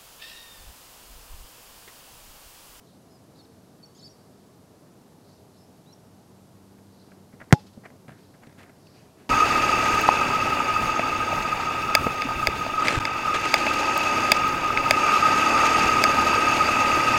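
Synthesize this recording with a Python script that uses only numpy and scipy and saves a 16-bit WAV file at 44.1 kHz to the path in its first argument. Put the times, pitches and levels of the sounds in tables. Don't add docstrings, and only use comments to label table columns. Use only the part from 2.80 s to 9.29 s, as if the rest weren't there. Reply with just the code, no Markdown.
import sys
import numpy as np
from scipy import signal
from scipy.fft import rfft, irfft, next_fast_len
from scipy.io import wavfile

SR = 44100
rng = np.random.default_rng(int(sys.argv[2]) if len(sys.argv) > 2 else 0)


def pcm_store(signal):
    levels = np.round(np.clip(np.atleast_2d(signal), -1, 1) * 32767)
    wavfile.write(sys.argv[1], SR, levels.astype(np.int16).T)


N = 286297
TIME = np.arange(N) / SR
KICK_S, CONTACT_S = 4.726066, 0.01034


def from_db(db):
    return 10 ** (np.asarray(db) / 20)


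def unit_level(x):
    return x / np.sqrt(np.mean(x ** 2) + 1e-20)


def since(moment):
    return np.maximum(TIME - moment, 0)


def drift(rate):
    pole = np.exp(-80 * np.pi * rate / SR)
    jitter = rng.standard_normal(N // 40 + 2002)
    slow = signal.lfilter([1], [1, -2 * pole, pole * pole], jitter)[2000:]
    return np.interp(np.arange(N) / 40, np.arange(len(slow)), unit_level(slow))


def coloured(x, spectrum):
    hz, db = np.transpose(spectrum)
    size = next_fast_len(N)
    bin_hz = np.maximum(np.arange(size // 2 + 1) * SR / size, 1)
    gains = from_db(np.interp(np.log(bin_hz), np.log(hz), db))
    return unit_level(irfft(rfft(x, size) * gains, size)[:N])


def noise(spectrum):
    return coloured(rng.standard_normal(N), spectrum)


def dull(x, hz, order):
    return signal.sosfilt(signal.butter(order, hz, fs=SR, output="sos"), x)


def grains(per_s, spread_db):
    sizes = from_db(spread_db * np.minimum(rng.exponential(1, N), 4))
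    return sizes * rng.choice([-1, 1], N) * (rng.random(N) < per_s / SR)


def swells(times, levels_db, rises):
    out = np.zeros(N)
    for start, db, rise in zip(times, levels_db, rises):
        first = int(start * SR)
        age = TIME[:min(N - first, SR // 2)] / rise
        out[first:first + len(age)] += from_db(db) * age * np.exp(1 - age)
    return out


def ring(t, tones):
    return sum(from_db(db - 60 * t / ring_s) * np.sin(2 * np.pi * hz * t) for hz, db, ring_s in tones)


# frequency in Hz, relative level in dB.
TOWN_COLOUR = [(15, -58.5), (25, -29.5), (43, -15), (64, -14.5), (87, -1), (185, 1), (213, -2), (245, -0.5),
               (359, -5), (397, -4), (536, -9.5), (642, -8.5), (1520, -21.5), (1820, -24.5), (3000, -32),
               (3900, -59), (6600, -120)]
HISS_COLOUR = [(1500, -18), (2800, -1), (4500, 2), (7000, -0.5), (10000, -2), (12600, -2), (13400, -8),
               (16000, -13.5)]
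def town(rumble_db=-53.5, sway_db=-0.52, hiss_db=-66):
    rumble = from_db(rumble_db + sway_db * drift(11.4)) * noise(TOWN_COLOUR)
    return rumble + from_db(hiss_db) * noise(HISS_COLOUR)


# pitch in Hz, relative level in dB.
ENGINE_TONES = [(96.9, -62), (193.8, -57)]
def engine(level_db=-2, nearest_s=4.06, linger_s=0.67, wander=0.0122):
    clock = np.cumsum(1 + wander * drift(2.1)) / SR
    hum = sum(from_db(db) * np.sqrt(2) * np.sin(2 * np.pi * hz * clock) for hz, db in ENGINE_TONES)
    distance = np.hypot(1, (TIME - nearest_s) / linger_s)
    return from_db(level_db + 2 * drift(3.95)) * hum / distance


# start in seconds, pitch in Hz, level in dB, rise time in seconds.
FAINT_TONES = [(.62, 460.6, -57.5, 0.052), (1.91, 610, -61.5, 0.046), (2.5, 640, -63, 0.069)]
def far_tones(waver=0.0247):
    clock = np.cumsum(1 + waver * drift(15)) / SR
    return sum(swells([start], [db], [rise]) * np.sin(2 * np.pi * hz * clock)
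               for start, hz, db, rise in FAINT_TONES)


# middle and half length in seconds, pitch in Hz, relative level in dB.
TWITTER_BURSTS = [(0.099, 0.053, 4230, -66.5), (.578, .038, 4300, -67), (.58, .03, 7540, -72),
                  (1.215, 0.045, 4480, -65), (1.255, 0.033, 6960, -73), (1.25, .025, 10400, -70),
                  (2.52, 0.08, 4430, -66.5), (2.76, .04, 4300, -68), (2.82, 0.031, 5230, -70),
                  (4.21, .11, 4440, -67), (5.45, 0.089, 4400, -69.5), (6.12, 0.11, 4940, -64)]
def twitter(leap=0.13, flutter_db=4, count=5):
    out = np.zeros(N)
    for _ in range(count):
        pitch = np.exp(leap * drift(70.3))
        strength = unit_level(from_db(flutter_db * drift(42)))
        for middle, half, hz, db in TWITTER_BURSTS:
            part = np.abs(TIME - middle) < 2 * half
            offset = (TIME[part] - middle) / half
            burst = from_db(db) * np.exp(-offset ** 2 / 2 - (offset / 1.5) ** 4)
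            out[part] += burst * strength[part] * np.sin(2 * np.pi * np.cumsum(hz * pitch[part]) / SR)
    return out * np.sqrt(2 / count)


def bend(values, progress):
    curve = np.polyfit(np.linspace(0, 1, len(values)), values, len(values) - 1)
    return np.polyval(curve, progress)


def bird_note(start, length, hz, db, waver=0.0078, edge_s=0.0024):
    out, part = np.zeros(N), slice(int(start * SR), int((start + length) * SR))
    t = TIME[part] - start
    edges = np.clip(np.minimum(t, length - t) / edge_s, 0, 1)
    pitch = bend(hz, t / length) * (1 + waver * drift(150)[part])
    level = edges * from_db(bend(db, t / length))
    out[part] = level * np.sqrt(2) * np.sin(2 * np.pi * np.cumsum(pitch) / SR)
    return out


# start and length in seconds, first and last pitch in Hz, relative level in dB.
CHIRP_NOTES = [(0.554, .009, 3800, 4200, -62), (.581, .007, 5150, 4650, -64),
               (0.587, .024, 4000, 3620, -62), (0.647, .012, 4860, 3370, -60.5),
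               (1.189, .008, 3700, 4300, -62), (1.194, .008, 5200, 5150, -51),
               (1.202, .007, 3720, 5240, -53), (1.206, .015, 3870, 4230, -60),
               (1.229, .008, 6200, 8400, -60), (1.275, .012, 4720, 4300, -54),
               (1.278, .006, 3500, 4300, -59), (3.058, 0.014, 3250, 3820, -65),
               (3.117, .011, 3920, 4500, -61)]
# start and length in seconds, first, middle and last base pitch in Hz,
# relative level in dB.
SQUEAK_NOTES = [(1.147, .028, 1630, 1660, 1880, -61), (1.173, 0.026, 1760, 1600, 1540, -60),
                (1.21, 0.02, 1800, 1780, 1700, -61), (1.268, 0.014, 1760, 1700, 1790, -63)]
# multiple of the base pitch, relative level in dB.
SQUEAK_OVERTONES = [(2, -5), (3, 0), (4, 0.5)]
def chirps(chirp_db=-2, squeak_db=-4, scratch=0.012):
    sweeps = sum(bird_note(start, length, [first_hz, last_hz], [db], scratch)
                 for start, length, first_hz, last_hz, db in CHIRP_NOTES)
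    squeaks = sum(bird_note(start, length, multiple * np.array(hz), [db + tone_db], scratch)
                  for start, length, *hz, db in SQUEAK_NOTES for multiple, tone_db in SQUEAK_OVERTONES)
    return from_db(chirp_db) * sweeps + from_db(squeak_db) * squeaks


# time of the jump in seconds; the low note's pitch in Hz, length in seconds,
# slide in octaves and relative level in dB; the pause in seconds; the high note's pitch in Hz,
# length in seconds, arch and fall in octaves and relative level in dB.
BIRD_CALLS = [(0.306, 4100, .021, -.019, -74, .002, 5100, 0.067, .02, 0.038, -65.5),
              (0.621, 4350, 0.031, -0.18, -55.5, .002, 5300, .031, .02, .03, -66),
              (1.055, 4500, .026, 0.013, -51, 0.00096, 5570, .011, -0.026, .02, -55.5),
              (1.24, 3900, 0.0066, .25, -54, .001, 5250, 0.0293, 0.079, 0.091, -50),
              (1.286, 4570, 0.05, 0.092, -49.5, 0.0102, 5680, 0.043, .06, .02, -60),
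              (2.775, 4170, 0.029, 0.091, -70, .002, 5290, .078, .02, .03, -68),
              (3.126, 3940, 0.05, 0.11, -63, 0.0084, 5540, .016, -.05, .02, -54)]
def whistles(level_db=-1.5, flutter_db=1.5, swell_db=2, grow_db=1):
    out, ends, ramp = np.zeros(N), np.array([1, 0, 1]), np.array([-0.5, 0, 0.5])
    for jump, low_hz, low_s, slide, low_db, pause, high_hz, high_s, arch, fall, high_db in BIRD_CALLS:
        low_pitches = low_hz * 2 ** (slide * ramp)
        high_pitches = high_hz * 2 ** (-arch * ends - fall * ramp)
        out += bird_note(jump - pause - low_s, low_s, low_pitches, low_db - swell_db * ends)
        out += bird_note(jump, high_s, high_pitches, high_db + grow_db * ramp)
    return from_db(level_db + flutter_db * drift(50)) * out


def trees(x, ring_s):
    tail = rng.standard_normal(SR) * from_db(-60 * TIME[:SR] / ring_s)
    return signal.fftconvolve(x, tail / np.sqrt(np.sum(tail ** 2)))[:N]


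def birds(near_tail_db=-12, far_db=-3, far_tail_db=-6):
    near, far = whistles() + chirps(), twitter()
    near_tail = from_db(near_tail_db) * trees(near, ring_s=0.99)
    far_tail = from_db(far_tail_db) * trees(far, ring_s=0.18)
    return near + near_tail + from_db(far_db) * far + far_tail


# start in seconds, relative level in dB.
FOOTFALLS = [(4.537, -41.5), (4.621, -42), (4.975, -34.5), (5.114, -45), (5.283, -35), (5.317, -44),
             (5.671, -39), (5.783, -43)]
# pitch in Hz, relative level in dB, ring time in seconds.
GROUND_TONES = [(149.8, -3.5, 0.094), (212, 1.5, 0.051), (359, -9, 0.051), (550, -1, 0.02)]
def landings(level_db=2, give_s=0.002):
    blows, t = np.zeros(N), TIME[:SR // 8]
    for start, db in FOOTFALLS:
        blows[int(start * SR)] = from_db(db + level_db)
    thud = ring(t, GROUND_TONES) * (1 - np.exp(-t / give_s))
    return signal.fftconvolve(blows, thud)[:N]


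# start and rise time in seconds, relative levels of the crunch and the swish in dB.
CRUNCHES_AND_SWISHES = [(3.982, 0.004, -58, -76), (4.316, 0.0035, -51, -78), (4.523, 0.012, -59.5, -74),
                        (4.599, 0.0054, -48, -61), (4.612, 0.0048, -43.5, -72), (4.641, 0.0015, -56, -59),
                        (4.707, 0.0021, -42.5, -58), (5.033, 0.012, -51.5, -67), (5.052, 0.0046, -41, -60),
                        (5.102, 0.0016, -48, -63), (5.279, 0.0038, -51, -54.5), (5.292, 0.0015, -41.5, -74),
                        (5.302, 0.003, -53, -56), (5.317, 0.0044, -53, -59), (5.38, 0.013, -85, -61),
                        (5.535, 0.011, -61, -70), (5.618, 0.014, -58, -66), (5.634, 0.0018, -51, -61),
                        (5.668, 0.0027, -56, -56), (5.692, 0.0032, -57, -61), (5.723, 0.0025, -61, -63),
                        (5.773, 0.022, -54, -55), (5.794, 0.00041, -55, -58), (5.8, 0.0015, -65, -63),
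                        (5.83, 0.0018, -62, -55), (5.838, 0.0011, -53, -80), (5.852, 0.0012, -69, -64),
                        (5.893, 0.0026, -52, -70), (6.069, 0.0012, -58, -53), (6.13, 0.055, -69, -62.5),
                        (6.37, 0.034, -64.5, -64)]
# frequency in Hz, relative level in dB.
CRUNCH_COLOUR = [(200, -3.5), (600, 2.5), (1100, -1.5), (1600, 3.5), (2200, -0.5), (3000, -20), (5000, -25),
                 (12000, -40)]
SWISH_COLOUR = [(1500, -22), (2500, 8.5), (3300, 1), (6000, -7.5), (10000, -10), (16000, -22.5)]
def footsteps(swish_db=-3, rustle_db=-16.5, rustle_s=0.035):
    starts, rises, crunch, swish = np.transpose(CRUNCHES_AND_SWISHES)
    turf = coloured(grains(per_s=4500, spread_db=3), CRUNCH_COLOUR)
    blades = coloured(grains(per_s=6000, spread_db=3), SWISH_COLOUR)
    tearing = swells(starts, crunch, rises)
    rustling = swells(starts, swish + rustle_db, np.full(len(starts), rustle_s))
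    return turf * (tearing + rustling) + blades * swells(starts, swish + swish_db, rises)


# delay in seconds, level in dB, rise time in seconds.
KICK_ECHOES = [(0.011, -44.5, 0.00525), (.03, -61, 0.038), (.064, -65, 0.0077), (.134, -61.5, 0.01),
               (.203, -66.5, 0.011)]
# frequency in Hz, relative level in dB.
ECHO_COLOUR = [(1000, -3), (2200, -5), (3800, 0), (5300, -0.5), (7500, -10), (14000, -27)]
def echoes():
    delays, levels_db, rises = np.transpose(KICK_ECHOES)
    return noise(ECHO_COLOUR) * swells(KICK_S + delays, levels_db, rises)


# pitch in Hz, relative level in dB,
# ring time in seconds.
BALL_AIR_TONES = [(841, -26.5, 0.45), (2600, -57, 0.32), (3490, -56, 0.26), (4860, -56.5, .25),
                  (5050, -57.5, .3)]
def ping(tumble_hz=3, leave_s=0.078, sharp_share=0.057, settle_s=0.054, sideways_db=3):
    t = since(KICK_S)
    angle = 2 * np.pi * tumble_hz * t
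    lengthways = np.cos(angle) * np.exp(-(t / leave_s) ** 4) * ring(t, BALL_AIR_TONES[:1])
    clock = t + sharp_share * settle_s * (1 - np.exp(-t / settle_s))
    sideways = np.sin(angle) * ring(clock, BALL_AIR_TONES[1:])
    return lengthways + from_db(sideways_db) * sideways


# pitch in Hz, relative level in dB,
# ring time in seconds.
SKIN_TONES = [(262, -13.6, .046), (379, -20.3, .049), (547, -16.9, .043), (716, -24.3, .046),
              (819, 0, .0131), (1065, 2, .0083), (1431, -7.2, .0167), (1649, 3.5, .0062),
              (1964, 5.6, .0053)]
BOOT_TONES = [(4420, -17, .0039), (5840, -8.7, .0027), (7410, -11.6, .0021), (10500, -20.7, .0013)]
# frequency in Hz, relative level in dB.
LEATHER_COLOUR = [(1500, -14.5), (2400, 1), (3000, -1.5), (4200, 1), (7500, -4.5), (10000, -11.5),
                  (12500, -18.5), (16000, -21.5)]
def slap(slip_db=-24, slip_s=0.00046, creak_db=-31, creak_s=0.0032, release_db=-9.2):
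    release = from_db(release_db) * dull(ring(since(KICK_S + CONTACT_S), SKIN_TONES), hz=430, order=1)
    skin = dull(ring(since(KICK_S), SKIN_TONES) + release, hz=2800, order=2)
    snap = ring(since(KICK_S + 0.0004), BOOT_TONES)
    rubbing = swells([KICK_S + 0.0012, KICK_S], [slip_db, creak_db], [slip_s, creak_s])
    return snap + noise(LEATHER_COLOUR) * rubbing - skin


def thump(level_db=-2.4, settled_hz=130.6, extra_hz=674, glide_s=0.001085, rise_s=0.0006, ring_s=0.0217):
    t = since(KICK_S)
    turns = settled_hz * t + extra_hz * glide_s * (1 - np.exp(-t / glide_s))
    push = (1 - np.exp(-t / rise_s)) * from_db(-60 * since(KICK_S + CONTACT_S) / ring_s)
    return -from_db(level_db) * push * np.sin(2 * np.pi * turns)


def scene():
    kick = thump() + slap() + ping() + echoes()
    surroundings = birds() + engine() + far_tones() + town()
    return (kick + footsteps() + landings() + surroundings)[None]


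def record(dry):
    cutoff_hz = 15700
    treble_cut = signal.ellip(10, 0.1, 70, cutoff_hz, fs=SR, output="sos")
    return signal.sosfilt(treble_cut, np.clip(dry, -1, 1))


dry = scene()
out = record(dry)
pcm_store(out)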